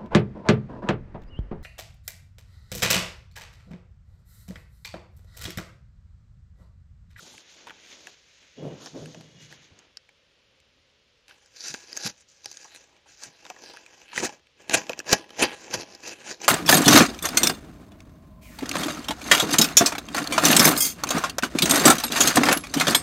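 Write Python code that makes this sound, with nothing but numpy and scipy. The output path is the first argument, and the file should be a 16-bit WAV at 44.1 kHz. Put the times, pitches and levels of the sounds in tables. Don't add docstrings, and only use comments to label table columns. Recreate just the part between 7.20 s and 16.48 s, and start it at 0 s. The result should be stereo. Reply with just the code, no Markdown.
import sys
import numpy as np
from scipy import signal
from scipy.fft import rfft, irfft
from scipy.io import wavfile
from scipy.ndimage import uniform_filter1d, map_coordinates

SR = 44100
rng = np.random.default_rng(int(sys.argv[2]) if len(sys.argv) > 2 else 0)


def unload_wav(signal):
    wavfile.write(
        sys.argv[1],
        SR,
        np.round(np.clip(np.atleast_2d(signal).T, -1, 1) * 32767).astype(np.int16),
    )


def voltage_ratio(level):
    return 10 ** (np.asarray(level, float) / 20)


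N = 409248


def rms_one(x):
    return x / np.sqrt(np.mean(x ** 2) + 1e-20)


def at_hz(points, hz):
    point_hz, value = np.array(points)[:, :2].T
    return np.interp(np.log(hz + 1), np.log(point_hz + 1), value)


def drift(rate_hz):
    step, settle = 40, 2000
    r = np.exp(-2 * step * np.pi * rate_hz / SR)
    chance = rng.standard_normal(N // step + settle + 2)
    slow = rms_one(signal.lfilter([1], [1, -2 * r, r * r], chance)[settle:])
    return np.interp(np.arange(N) / step, np.arange(len(slow)), slow)


def band(x, low_hz, high_hz):
    return signal.sosfilt(signal.butter(3, [low_hz, high_hz], "band", fs=SR, output="sos"), x)


def resonance(x, hz, width_hz):
    r = np.exp(-np.pi * width_hz / SR)
    gain = np.sqrt((1 - r * r) / 2)
    return signal.lfilter(gain * np.array([1, 0, -1]), [1, -2 * r * np.cos(2 * np.pi * hz / SR), r * r], x + 1e-18)


def grains(per_s, spread_db):
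    size_db = spread_db * np.minimum(rng.exponential(1, N), 4)
    sizes = voltage_ratio(size_db) * rng.choice([-1, 1], N)
    return rms_one(sizes * (rng.random(N) < per_s / SR))


def swells(rows, shares, fades, roundness):
    out = np.zeros((len(fades), N))
    fades = np.array(fades)[:, None]
    for s, peak_db, weight_db, rise, fall in rows:
        first = max(int((s - 4 * rise) * SR), 0)
        last = min(int((s + 4 * fall) * SR), N)
        near = np.arange(first, last)
        away = np.where(near / SR < s, (s - near / SR) / rise, (near / SR - s) / fall)
        share_db = np.array(shares(peak_db, weight_db))[:, None]
        out[:, near] += voltage_ratio(peak_db + share_db - 20 * fades * away ** roundness)
    return out


# frequency in Hz, left-right likeness from -1 to 1.
LIKENESS = [(60, 0.92), (240, 0.58), (950, 0.0056), (3770, -0.15), (15000, 0.35)]


def diffuse(spectrum, source):
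    hz = np.fft.rfftfreq(N, 1 / SR)
    alike = np.clip(at_hz(LIKENESS, hz), -1, 1)
    mid, side = rfft(source)
    pair = np.sqrt(1 + alike) * mid + np.sqrt(1 - alike) * side * [[1], [-1]]
    return rms_one(irfft(pair * voltage_ratio(at_hz(spectrum, hz)), N))


# frequency in Hz, level in dB per Hz.
AIR_COLOUR = [(12, -46), (20, -16), (70, 0.5), (307, -11), (552, -1), (671, -12.5), (1470, -10),
              (3030, -3.5), (5430, -11), (8030, -23.5), (14000, -36), (15700, -57)]


def hiss():
    level_db, lean_db = -62, -3
    air = voltage_ratio(level_db + 0.09 * drift(1.9)) * diffuse(AIR_COLOUR, rng.standard_normal((2, N)))
    return air * voltage_ratio(lean_db / 2 * np.array([[1], [-1]]))


# frequency in Hz, level in dB per Hz.
RUSTLE_COLOUR = [(88, -22), (150, -1.5), (668, -7.5), (827, -9), (1220, -10.5), (1630, -2), (2100, 0),
                 (2410, 0.5), (5230, -5.5), (6470, -3), (8010, -16.5), (13500, -28), (15500, -29)]
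# firmest moment in seconds, bright part in dB,
# lows relative to the bright part in dB, build-up in seconds, die-away in seconds.
RUBS = [(0.13, -47.5, -9, 1.2, 0.15), (0.32, -52.5, -19, 0.077, 0.14), (0.45, -56.5, 0.5, 0.22, 0.23),
        (0.713, -50, -12, 0.23, 0.12), (0.89, -51, -7.5, 0.24, 0.074), (1.25, -56.5, -13.5, 0.86, 0.36),
        (1.53, -61.5, 4, 0.21, 0.16), (1.651, -47.5, -1, 0.074, 0.061), (1.85, -51.5, -7, 0.44, 0.5),
        (2.225, -50.5, -17, 0.065, 0.13), (2.325, -51, -2, 0.048, 0.071), (2.44, -55, -7.5, 0.073, 0.1),
        (2.584, -64, 5, 0.11, 0.18), (3.2, -87, 14, 0.55, 0.93)]


def rustle():
    def shares(db, low_db):
        return [low_db, -0.6 * (db + 59.5), 0, -10 + 1.1 * (db + 52.0)]

    rub = swells(RUBS, shares, [1.05, 0.66, 1.17, 1.83], roundness=1.69)
    crackle = diffuse(RUSTLE_COLOUR, [grains(9000, 2.8), grains(9000, 1.7)])
    t = np.arange(N) / SR
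    peeling = (t > 1.38) & (t < 2.32)
    singing = rms_one(sum(resonance(crackle, hz, width_hz=18) for hz in (2870, 3310)))
    squeak = peeling * voltage_ratio(-60 + 3 * drift(5)) * singing
    mix = 0
    for level, edges in zip(rub, ((230, 1300), (1300, 3500), (3500, 7500), (7500, 15500))):
        mix = mix + rms_one(band(crackle, *edges)) * level * voltage_ratio(1.2 * drift(7.4))
    return voltage_ratio(1.0 * drift(28)) * mix + squeak


def soft_blows(events, rise_s, decay_s, rough):
    out, t = np.zeros(N + SR), np.arange(SR // 4) / SR
    shape = (1 - np.exp(-t / rise_s)) * np.exp(-t / decay_s)
    for s, peak_db, hz in events:
        chance = rng.standard_normal(len(t))
        tone = np.sin(2 * np.pi * hz * t) + rough * resonance(chance, hz, hz / 2)
        out[round(s * SR):][:len(t)] += voltage_ratio(peak_db) * shape * tone
    return out[:N]


# start in seconds, peak in dB, ring in Hz.
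THUMPS = [(0.021, -49.5, 154), (0.118, -50.5, 107), (0.479, -57, 97), (2.5, -48, 95), (3.558, -55.5, 80),
          (4.495, -46, 144), (4.847, -31, 153), (5.258, -56, 120), (6.06, -50, 150), (7.001, -37.5, 187),
          (7.538, -36, 130), (7.931, -35, 177), (8.216, -32, 184), (8.551, -34, 103), (8.678, -51, 202)]
# start in seconds, peak in dB, ring in Hz.
POPS = [(0.138, -46, 877), (0.469, -35.5, 950), (0.506, -41.5, 884), (0.87, -44, 730), (1.659, -39.5, 815),
        (1.945, -41.5, 620), (4.54, -39, 775), (5.447, -40.5, 870), (5.859, -50.5, 835),
        (6.022, -42.5, 904), (6.254, -41.5, 800), (6.301, -31.5, 734), (6.361, -47, 830),
        (6.537, -38.5, 950), (6.929, -38, 950), (6.979, -35, 820), (7.496, -37, 480), (7.695, -22, 464)]


def card_walls():
    thumps = soft_blows(THUMPS, 0.022, 0.019, rough=1.65)
    return thumps + soft_blows(POPS, 0.0028, 0.0078, rough=0.98)


# start in seconds, peak in dB, ring in Hz.
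SNAPS = [(0.1795, -29.5, 2460), (1.8583, -30, 1680), (4.5174, -39, 4900), (4.7295, -20.5, 5070),
         (4.7674, -16.5, 6320), (4.7733, -12.5, 6400), (4.8326, -29, 4770), (5.258, -16, 5430),
         (5.3147, -27.5, 6170), (6.5014, -32.5, 6300), (6.571, -30.5, 1700), (8.526, -30, 1670),
         (8.6825, -44.5, 1600), (8.7227, -36, 4960), (8.7497, -28.5, 5100)]
# start in seconds, peak in dB, ring in Hz.
TICKS = [(0.4704, -30.5, 3560), (0.4844, -31, 2220), (0.8706, -24.5, 1850), (1.6714, -29, 1700),
         (2.59, -33, 6450), (2.771, -24.5, 4600), (3.4017, -44, 2230), (4.0814, -32, 5400),
         (4.11, -33.5, 1590), (4.4386, -27, 5560), (4.5043, -21, 5030), (5.3708, -26.5, 6430),
         (5.4444, -29, 5700), (5.5074, -39, 6220), (5.5237, -43, 5240), (5.7658, -43, 2400),
         (2.772, -37, 1510), (4.26, -37, 4900), (6.21, -40, 2200), (6.72, -54, 2500), (7.195, -44, 1660),
         (7.27, -46, 2280), (6.2517, -27.5, 3670), (6.6625, -30, 2420), (6.9314, -36, 5900),
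         (7.8014, -20, 1690), (8.093, -30.5, 1900), (8.3643, -35, 5100), (8.51, -23, 2500),
         (8.8767, -19.5, 5900)]
# start in seconds, peak in dB, ring in Hz.
KNOCKS = [(0.476, -36, 2070), (0.4958, -30, 1860), (0.5057, -29.5, 1470), (1.6596, -27, 5350),
          (1.946, -36.5, 2840), (2.0096, -33, 2840), (2.3144, -40, 2360), (2.3255, -33, 1830),
          (2.8908, -43, 2280), (4.5408, -18, 3980), (4.5454, -20, 1620), (5.244, -30, 6140),
          (6.2651, -27, 1560), (6.3004, -22, 2600), (6.3634, -34.5, 1820), (6.536, -30.5, 2630),
          (6.8162, -34, 2880), (6.9779, -12, 1920), (7.4959, -10.5, 4300), (7.6675, -28, 2440),
          (7.6945, -13, 2500), (7.7194, -25.5, 2370), (7.7324, -23, 2530), (7.7911, -17, 5700),
          (8.0416, -31, 1940), (8.105, -27.5, 1670), (9.0644, -26, 6060), (9.2025, -30.5, 2420),
          (9.216, -22.5, 6150)]
# box relative to peak in dB, top relative to peak in dB, contact in seconds.
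SNAP = (-11, -4.5, 0.0013)
TICK = (-17, -25, 0.0013)
KNOCK = (-4, -54, 0.0018)


def knocks():
    size = 400
    t = np.arange(size) / SR
    kinds = ((TICKS, TICK), (KNOCKS, KNOCK), (SNAPS, SNAP))
    blows = [(*row, *kind) for rows, kind in kinds for row in rows]
    force, rings = np.zeros((2, 4, N + size)), np.zeros((2, N + size))
    for s, peak_db, hz, box_db, top_db, contact_s in blows:
        draw = rng.standard_normal(size)
        pan_db = 2.7 * draw[-1]
        sides = voltage_ratio([[pan_db / 2], [-pan_db / 2]])
        at = round(s * SR)
        burst = np.abs(draw).clip(0.6) * np.sign(draw) * np.exp(-t / contact_s)
        brighter_db = 8.6 * np.log2(hz / 3300)
        shares = voltage_ratio(np.array([[box_db], [min(-brighter_db, 0)], [min(brighter_db, 0)], [top_db]]))
        force[:, :, at:at + size] += sides[:, :, None] * voltage_ratio(peak_db - 11) * shares * burst
        rings[:, at:at + size] += sides * voltage_ratio(peak_db - 7.5) * resonance(burst, hz, width_hz=150)
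    return force[:, :, :N], rings[:, :N]


def body(force, modes, low_hz, high_hz, broad_db, uneven):
    def uneven_force():
        return 1 + uneven * rng.standard_normal(N)

    weights = voltage_ratio(np.array(modes)[:, 2])
    grip = voltage_ratio(3.5 * drift(6))
    rings = 0
    for weight, (hz, width_hz, _) in zip(weights, modes):
        drive = force * np.roll(grip, rng.integers(N)) * uneven_force()
        rings = rings + weight * resonance(drive, hz, width_hz)
    crack = band(force * uneven_force(), low_hz, high_hz) * np.sqrt(SR / 2 / (high_hz - low_hz))
    return (rings / np.sqrt(np.sum(weights ** 2)) + voltage_ratio(broad_db) * crack) / np.sqrt(1 + uneven ** 2)


# frequency in Hz, width in Hz, level in dB.
BOX = [(137, 130, -2), (338, 154, 12.5), (497, 77, 5), (648, 124, 5.5), (810, 57, 7.5), (974, 61, 3.5)]
STICKS_DEEP = [(1680, 65, 3.5), (1900, 22, -4.5), (2333, 35, -2.5), (2597, 190, 10), (2998, 255, 7)]
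STICKS_BRIGHT = [(4010, 620, 18.5), (4750, 200, 12.5), (5120, 30, -28), (5350, 47, 4), (5925, 57, 10.5),
                 (6250, 150, -65), (7420, 150, -17), (7850, 54, -16)]
TOP = [(8740, 2040, 19), (11700, 970, 14)]


def sticks_in_box(force):
    box = body(force[0], BOX, 133, 1840, broad_db=-13.5, uneven=1.0)
    deep = body(force[1], STICKS_DEEP, 1300, 3700, broad_db=0, uneven=0.9)
    bright = body(force[2], STICKS_BRIGHT, 3500, 7500, broad_db=0, uneven=0.9)
    top = body(force[3], TOP, 9700, 21500, broad_db=-10.5, uneven=1.0)
    return box + deep + bright + band(top, 5560, 10800)


# loudest moment in seconds, level in dB,
# upper part relative to level in dB, build-up in seconds, die-away in seconds.
BOOMS = [
    (1.385, -51.5, 8, 0.021, 0.044),
    (1.44, -36.5, 2.5, 0.045, 0.19),
    (1.755, -39.5, 0, 0.038, 0.25),
    (1.96, -52.5, -4, .03, 0.21),
    (2.2, -54.5, -12, 0.31, 0.39),
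]


def booms():
    low_level, upper_level = swells(BOOMS, lambda db, upper_db: [0, upper_db], [1, 1.3], roundness=1.49)
    rolls, later = grains(1500, 1.5), grains(1500, 1.5)
    low = rms_one(band(rolls, 105, 290) + voltage_ratio(-5) * resonance(rolls, 152, width_hz=20))
    upper = rms_one(band(later, 220, 580) + voltage_ratio(-27) * band(rolls, 580, 1050))
    return low_level * low + upper_level * upper


# fastest moment in seconds, bright modes in dB,
# box relative to bright in dB, build-up in seconds, die-away in seconds.
TURN_SLIDES = [(4.096, -51.5, -9.5, 0.014, 0.079), (4.22, -62, -12, 0.16, .2),
               (4.455, -39, -19, 0.11, 0.18), (4.63, -55, -7.5, 0.25, 0.24), (4.87, -37, -13, 0.19, 0.051),
               (5.015, -54.5, -18, 0.1, .025), (5.09, -58.5, -50, 0.013, 0.13),
               (5.263, -53.5, -18, 0.061, 0.23), (5.55, -48.5, -14, 0.42, 0.15),
               (5.772, -78, 11.5, 0.22, 0.07), (5.88, -53.5, -12, 0.029, 0.18),
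               (6.031, -49.5, -18, 0.076, 0.075), (6.266, -56.5, -2.5, 0.24, 0.28),
               (6.465, -48, -6, 0.083, 0.17), (6.8, -58, -1, 0.36, 0.29)]
SHAKE_SLIDES = [(7.0, -42.5, -1.5, 0.06, 0.13), (7.12, -55, -10, .07, 0.062), (7.419, -58, 2, 0.05, 0.052),
                (7.56, -42.5, -0.5, 0.083, 0.15), (7.712, -54, 8, 0.035, 0.041),
                (7.8, -49, 0.5, 0.043, 0.022), (7.902, -35, -1.5, 0.049, 0.12),
                (8.199, -46.5, -3.5, 0.078, 0.6), (8.329, -49, 3.5, 0.24, 0.027),
                (8.45, -52, -14, 0.033, 0.029), (8.538, -38.5, -4, 0.054, 0.08),
                (8.611, -43, -11, 0.04, .045), (8.73, -55.5, -2.5, 0.14, 0.08),
                (8.877, -41, -7.5, 0.08, 0.16), (9.113, -40.5, -7, 0.11, 0.051),
                (9.24, -44.5, 1.5, 0.045, 0.12)]
# moment in seconds, peak in dB, box relative to peak in dB,
# build-up in seconds, die-away in seconds.
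SLAMS = [(4.4787, -31, -12, 0.039, 0.038), (4.8664, -20.5, -10, 0.037, 0.023),
         (6.0414, -32.5, -12, 0.038, 0.052), (6.9944, -20, -25, 0.064, 0.029),
         (7.0354, -17, -4, 0.024, 0.029), (7.0514, -15, -17, 0.0095, 0.025),
         (7.5135, -16.5, -7, 0.0072, 0.022), (7.5406, -2, -11, 0.0044, 0.024),
         (7.5498, -3.5, -18, 0.019, .0073), (7.5814, -17.5, -8.5, 0.039, 0.022),
         (7.9124, -16.5, -15, 0.026, 0.03), (7.9287, 0.5, -8.5, 0.0066, .016),
         (8.2, -13.5, -9, 0.01, 0.023), (8.2261, -1.5, -6, 0.013, 0.029), (8.543, -12, -7, 0.011, 0.0099),
         (9.0874, -31, -12, 0.044, 0.061), (9.249, -27.5, -20, 0.036, 0.035)]


def contact_forces():
    def slide_shares(db, box_db):
        return [box_db, 2.5 + 0.66 * box_db, 0, -8.5 + 0.61 * (db + 41.0)]

    slides = swells(TURN_SLIDES + SHAKE_SLIDES, slide_shares, [0.82, 0.91, 1.11, 1.2], roundness=1.48)
    slams = swells(SLAMS, lambda db, box_db: [box_db, -3, 0, -7], [0.79, 0.96, 1.02, 1.4], roundness=1.16)
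    flutter_db = 1.71 * drift(35) + [[0], [0], [0], [3]] * drift(11)
    strength = slides * voltage_ratio(-3.5 + flutter_db) + slams * voltage_ratio(-13.5)
    fine_grit, sparse_ticks = grains(6000, 3.5), grains(220, 3.0)
    return strength * (fine_grit + voltage_ratio(-4) * sparse_ticks)


def gripped(near):
    held = np.arange(N) / SR < 6.9
    loss_db, below_hz, lean_db = -8.5, 504, -0.5
    low, high = (signal.sosfilt(signal.butter(2, below_hz, kind, fs=SR, output="sos"), near)
                 for kind in ("low", "high"))
    return (high - low * voltage_ratio(loss_db * held)) * voltage_ratio(lean_db / 2 * held * [[1], [-1]])


# frequency in Hz, left-right level in dB.
NEAR_BALANCE = [(60, 7), (110, 8), (200, 16), (380, 7.5), (700, 7), (1290, 8), (2380, 7.5), (4400, 2.5),
                (8120, -1.5), (15000, 6)]


def microphones(near):
    lead_s, sway_s = 1.5e-4, 3e-5
    hz = np.fft.rfftfreq(N, 1 / SR)
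    left, right = irfft(rfft(near) * voltage_ratio(at_hz(NEAR_BALANCE, hz) / 2 * [[1], [-1]]), N)
    read_at = np.arange(N) - SR * (lead_s + sway_s * drift(2.98))
    return np.array([left, map_coordinates(right, [read_at], order=3)])


def scene():
    around = hiss() + rustle()
    card = card_walls()
    blows, rings = knocks()
    force = contact_forces()
    shared = sticks_in_box(force)
    own = np.array([sticks_in_box(force + voltage_ratio(4.5) * side) for side in blows])
    bunch = (shared + own) * voltage_ratio(-5.5)
    return microphones(gripped(bunch + rings) + card) + around + booms()


def thin_top(x, from_hz, keep_db, whim_db):
    frame = dict(fs=SR, window="cosine", nperseg=1024)
    hz, _, lines = signal.stft(x, **frame)
    power, top = np.abs(lines) ** 2, hz > from_hz
    whim = np.repeat(rng.standard_normal((33, power.shape[2])), 16, axis=0)[:len(hz)]
    bar = voltage_ratio(2 * (keep_db + whim_db * whim))
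    weak = (power < bar * uniform_filter1d(power, size=24, axis=1)) & top[:, None]
    energy = power[:, top].sum(axis=(0, 1))
    sudden = energy > 3 * signal.medfilt(energy, 9)
    return signal.istft(lines * ~(weak & ~sudden), **frame)[1][:, :N]


def roll_off(x):
    return signal.sosfilt(signal.butter(12, 15830, fs=SR, output="sos"), x)


def record(dry):
    cut = signal.sosfilt(signal.cheby2(10, 50, 15800, fs=SR, output="sos"), dry)
    rounded = 1.156 * np.tanh(cut / 1.235)
    thinned = thin_top(rounded, from_hz=7300, keep_db=2.5, whim_db=3.5)
    return roll_off(thinned)


dry = scene()
out = record(dry)
unload_wav(out)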